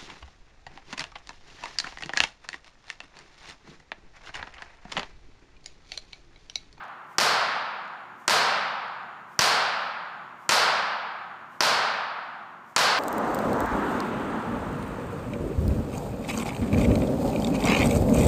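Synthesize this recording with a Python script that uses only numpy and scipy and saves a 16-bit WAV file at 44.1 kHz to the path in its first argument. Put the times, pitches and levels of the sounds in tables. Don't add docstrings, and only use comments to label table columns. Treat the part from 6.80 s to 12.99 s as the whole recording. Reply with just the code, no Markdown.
import sys
import numpy as np
from scipy import signal
from scipy.io import wavfile
from scipy.ndimage import uniform_filter1d

SR = 44100
rng = np.random.default_rng(int(sys.argv[2]) if len(sys.argv) > 2 else 0)


def level_to_linear(level):
    exponent = np.asarray(level, float) / 20
    return 10 ** exponent


def wav_out(sig):
    wavfile.write(sys.argv[1], SR, np.round(np.clip(np.atleast_2d(sig).T, -1, 1) * 32767).astype(np.int16))


N = 272979

# pop in seconds, whistle in dB, whistle's lead on the pop in seconds,
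# floor thud in dB, hall tail in dB.
SLAMS = [
    (0.3843, -6.5, 0.00042, -27, -0.56),
    (1.4801, -9.5, 0.0009, -32, -0.07),
    (2.5923, -2, 0.00028, -11.5, -0.23),
    (3.693, -8.5, 0.00085, -20, 0.63),
    (4.8070, -7.5, 0.000045, -34.5, -0.83),
    (5.964, -9.5, 0.00086, -32, 0.16),
]


def evened(x):
    return x / np.sqrt(np.mean(x ** 2) + 1e-20)


def read(points, hz):
    f, value = np.transpose(points)
    return np.interp(np.log(hz + 1), np.log(f + 1), value)


def add(mix, s, sound):
    at = round(s * SR)
    sound = sound[max(-at, 0):]
    part = mix[max(at, 0):][:len(sound)]
    part += sound[:len(part)]


def bump(hz, centre_hz, db, octaves):
    return db * np.exp(-(np.log2(hz / centre_hz + 1e-9) / octaves) ** 2)


def chance(count):
    a, b = rng.standard_normal((count // 256 + 5, 513, 2)).T
    return a + 1j * b


def noise(db_field, z, count):
    hz = np.fft.rfftfreq(1024, 1 / SR)[:, None]
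    t = np.arange(z.shape[1]) * 256 / SR
    gain = level_to_linear(db_field(hz, t)) * np.ones(z.shape)
    rms = np.sqrt((gain ** 2).sum(axis=0).mean() * SR / 2048)
    sound = signal.istft(z * gain, nperseg=1024, noverlap=768)[1]
    return rms * evened(sound[:count])


def ventilation():
    # frequency in Hz, level in dB per Hz.
    duct_air = [(50, -106), (120, -82.5), (200, -76.5), (290, -85.5), (1200, -87), (4500, -110),
                (10300, -121), (15200, -119)]
    # frequency in Hz, level in dB.
    whines = [(360, -67), (5160, -94), (5641, -90.5), (5761, -89.5), (6361, -89), (6721, -90.5),
              (6841, -86.5), (14880, -103)]
    t = np.arange(N) / SR
    lines = sum(level_to_linear(db + 2.0) * np.sin(2 * np.pi * (hz * t + rng.random())) for hz, db in whines)
    return noise(lambda hz, s: read(duct_air, hz), chance(N), N) + lines


def lamps():
    # frequency in Hz, level of one line in dB.
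    buzz_lines = [(4000, -108), (5300, -99), (6300, -96), (7500, -99), (8400, -103), (9300, -99),
                  (9750, -104), (10100, -116)]
    mains_hz = 60.01
    period = np.arange(round(SR / mains_hz * 8)) / 8
    order = np.arange(66, 250)
    luck = rng.random((len(order), 2))
    uneven_db = 1 - 5 * (order % 2) + 13 * (luck[:, 0] - 0.5)
    height = level_to_linear(read(buzz_lines, order * mains_hz) + uneven_db)
    turns = order[:, None] * period / period.size * 8 + luck[:, 1:]
    cycle = height @ np.sin(2 * np.pi * turns)
    place = np.arange(N) * mains_hz / SR % 1 * period.size
    return cycle[place.astype(int)]


def shirt():
    # frequency in Hz, level in dB per Hz.
    cloth = [(1500, -125), (3000, -108), (7000, -106), (11000, -112), (14500, -109), (16000, -115)]
    # time in seconds, level in dB, width in seconds.
    lift = (3.05, -2.5, .13)
    throw_lead_s, throw_db, throw_s = 0.058, 1.1, 0.105
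    t = np.arange(N) / SR
    swishes = [(row[0] - throw_lead_s, throw_db, throw_s) for row in SLAMS] + [lift]
    swing = sum(level_to_linear(db) * np.exp(-(2 * (t - s) / width) ** 2) for s, db, width in swishes)
    grain = level_to_linear(1.2 * evened(uniform_filter1d(rng.standard_normal(N), size=200)))
    return swing * grain * noise(lambda hz, s: read(cloth, hz), chance(N), N)


def hands():
    # start in seconds, peak in dB, pitch in Hz.
    finger_ticks = [
        (.037, -47, 5800),
        (.0495, -53, 5500),
        (0.08, -52, 5200),
        (1.051, -56, 6000),
        (1.076, -53, 6000),
        (2.052, -66, 11500),
        (2.078, -50, 5050),
    ]
    out, t = np.zeros(N), np.arange(600) / SR
    for s, db, hz in finger_ticks:
        flutter = evened(uniform_filter1d(rng.standard_normal(len(t)), size=16))
        swell = 1 - np.exp(-t / 0.0006)
        fade = level_to_linear(db - 4 - 60 * t / 0.029)
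        add(out, s, fade * swell * flutter * np.sin(2 * np.pi * hz * t))
    return out


def hall_db(hz, s, brightness):
    # frequency in Hz, time to fall 60 dB in seconds.
    hall_t60 = [(60, 1.2), (250, 1.39), (320, 0.73), (800, 2.07), (1300, 2.25), (3300, 1.332), (6500, 0.68),
                (16000, 0.34)]
    # frequency in Hz, level in dB per Hz.
    hall_colour = [(45, -74.5), (125, -60.5), (250, -56), (800, -45), (1500, -45.5), (1950, -51),
                   (5000, -53.5), (15200, -72.5)]
    colour = read(hall_colour, hz) + brightness * np.log2(hz / 1500 + 0.05)
    panels = bump(hz, 312, -7, 0.16)
    rubber = bump(hz, 4600, 4.5, 0.24)
    fill_db, fill_s, fill_hz = -5.5, 0.12, 9000
    filling = fill_db * np.exp(-s / fill_s) / (1 + (hz / fill_hz) ** 2)
    return colour + panels + rubber + filling - 60 * s / read(hall_t60, hz)


def tail(shared, level_db, brightness):
    near_db, near_s, far_wall_s = 2.1, 0.016, 0.0168
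    sparse, dense_s = 0.4, 0.035
    count = 2 * SR
    t = np.arange(count) / SR
    z = 0.81 * shared + 0.62 * chance(count)
    ring = noise(lambda hz, s: hall_db(hz, s, brightness), z, count)
    dull = signal.lfilter(*signal.butter(1, 6000, fs=SR), ring)
    near = dull * level_to_linear(near_db) * np.exp(-t / near_s) * (t < far_wall_s)
    far = ring * (t >= far_wall_s) * (1 - sparse * np.exp(-(t / dense_s) ** 2))
    return level_to_linear(level_db) * (near + far) * (1 - np.exp(-t / 0.00067))


def echoes(whistle, thump, thud):
    # delay in seconds, level in dB, share of the whistle from 0 to 1.
    bounces = [
        (.0028, -6, .8),
        (.0064, -9, 0.2),
        (.009, -14.5, .4),
        (0.0168, -2.9, 0.4),
        (0.0262, -9.5, .1),
        (0.0273, -6, .5),
        (.0284, -7, .3),
        (.0325, -9, .2),
        (.0373, -11, 0.5),
        (0.0486, -11.5, 0.6),
    ]
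    out = np.pad(whistle + thump + thud, (0, 3000))
    thin = signal.lfilter(*signal.butter(1, 450, "high", fs=SR), thump)
    for s, db, share in bounces:
        jitter_s = 0.0001 * rng.standard_normal()
        add(out, s + jitter_s, level_to_linear(db) * (share * whistle + thin))
    return out


def slap(whistle_db, lead, thud_db):
    # frequency in Hz, level in dB, time to fall 60 dB in seconds.
    ball_modes = [
        (950, -8.5, 0.014),
        (4330, -8.5, 0.0056),
        (280, -30.5, 0.02),
        (145, -4.5, 0.026),
    ]
    t = np.arange(-88, 3000) / SR
    before, after = np.minimum(t, 0), np.maximum(t, 0)
    turns = 5100 * before + 920000000.0 * before ** 3
    jet = np.exp(-((t + lead) / 0.00038) ** 2) + 0.3 * np.exp(-(before / 0.0012) ** 4)
    ragged = level_to_linear(2.5 * evened(uniform_filter1d(rng.standard_normal(len(t)), size=14)))
    whistle = -np.cos(2 * np.pi * turns) * jet * (t < -0.00008) * np.minimum(ragged, 1.3)
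    pop = -1.3 * np.exp(-(t / 0.000064) ** 2) - 0.12 * (t == 0)
    skin, shell, filling, boards = (
        level_to_linear(db - 60 * after / t60) * np.sin(2 * np.pi * hz * after) for hz, db, t60 in ball_modes)
    thump = signal.lfilter(*signal.butter(2, 220, "high", fs=SR), pop + skin)
    return level_to_linear(whistle_db) * whistle + shell, thump, filling + level_to_linear(thud_db) * boards


def slams():
    earlier_slam = (-.72, -4, .0005, -26, -.6)
    blow_db, usual_thud_db = -4.2, -26.5
    brighter = 0.028
    out, shared = np.zeros(N), chance(2 * SR)
    for s, whistle_db, lead, thud_db, tail_db in [earlier_slam, *SLAMS]:
        blow = echoes(*slap(whistle_db, lead, thud_db))
        add(out, s - 88 / SR, level_to_linear(blow_db) * blow)
        add(out, s, tail(shared, tail_db, brighter * (thud_db - usual_thud_db)))
    return out


def scene():
    return (ventilation() + lamps() + shirt() + hands() + slams())[None]


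def band_limit(x):
    return signal.sosfilt(signal.butter(12, 16340, fs=SR, output="sos"), x)


def record(dry):
    x = signal.oaconvolve(dry, signal.firwin(1023, 15290, fs=SR)[None], "same")
    x = signal.lfilter(*signal.butter(2, 85, "high", fs=SR), x)
    x = x * np.minimum(np.arange(N) / 150, 1)
    return band_limit(x)


dry = scene()
out = record(dry)
wav_out(out)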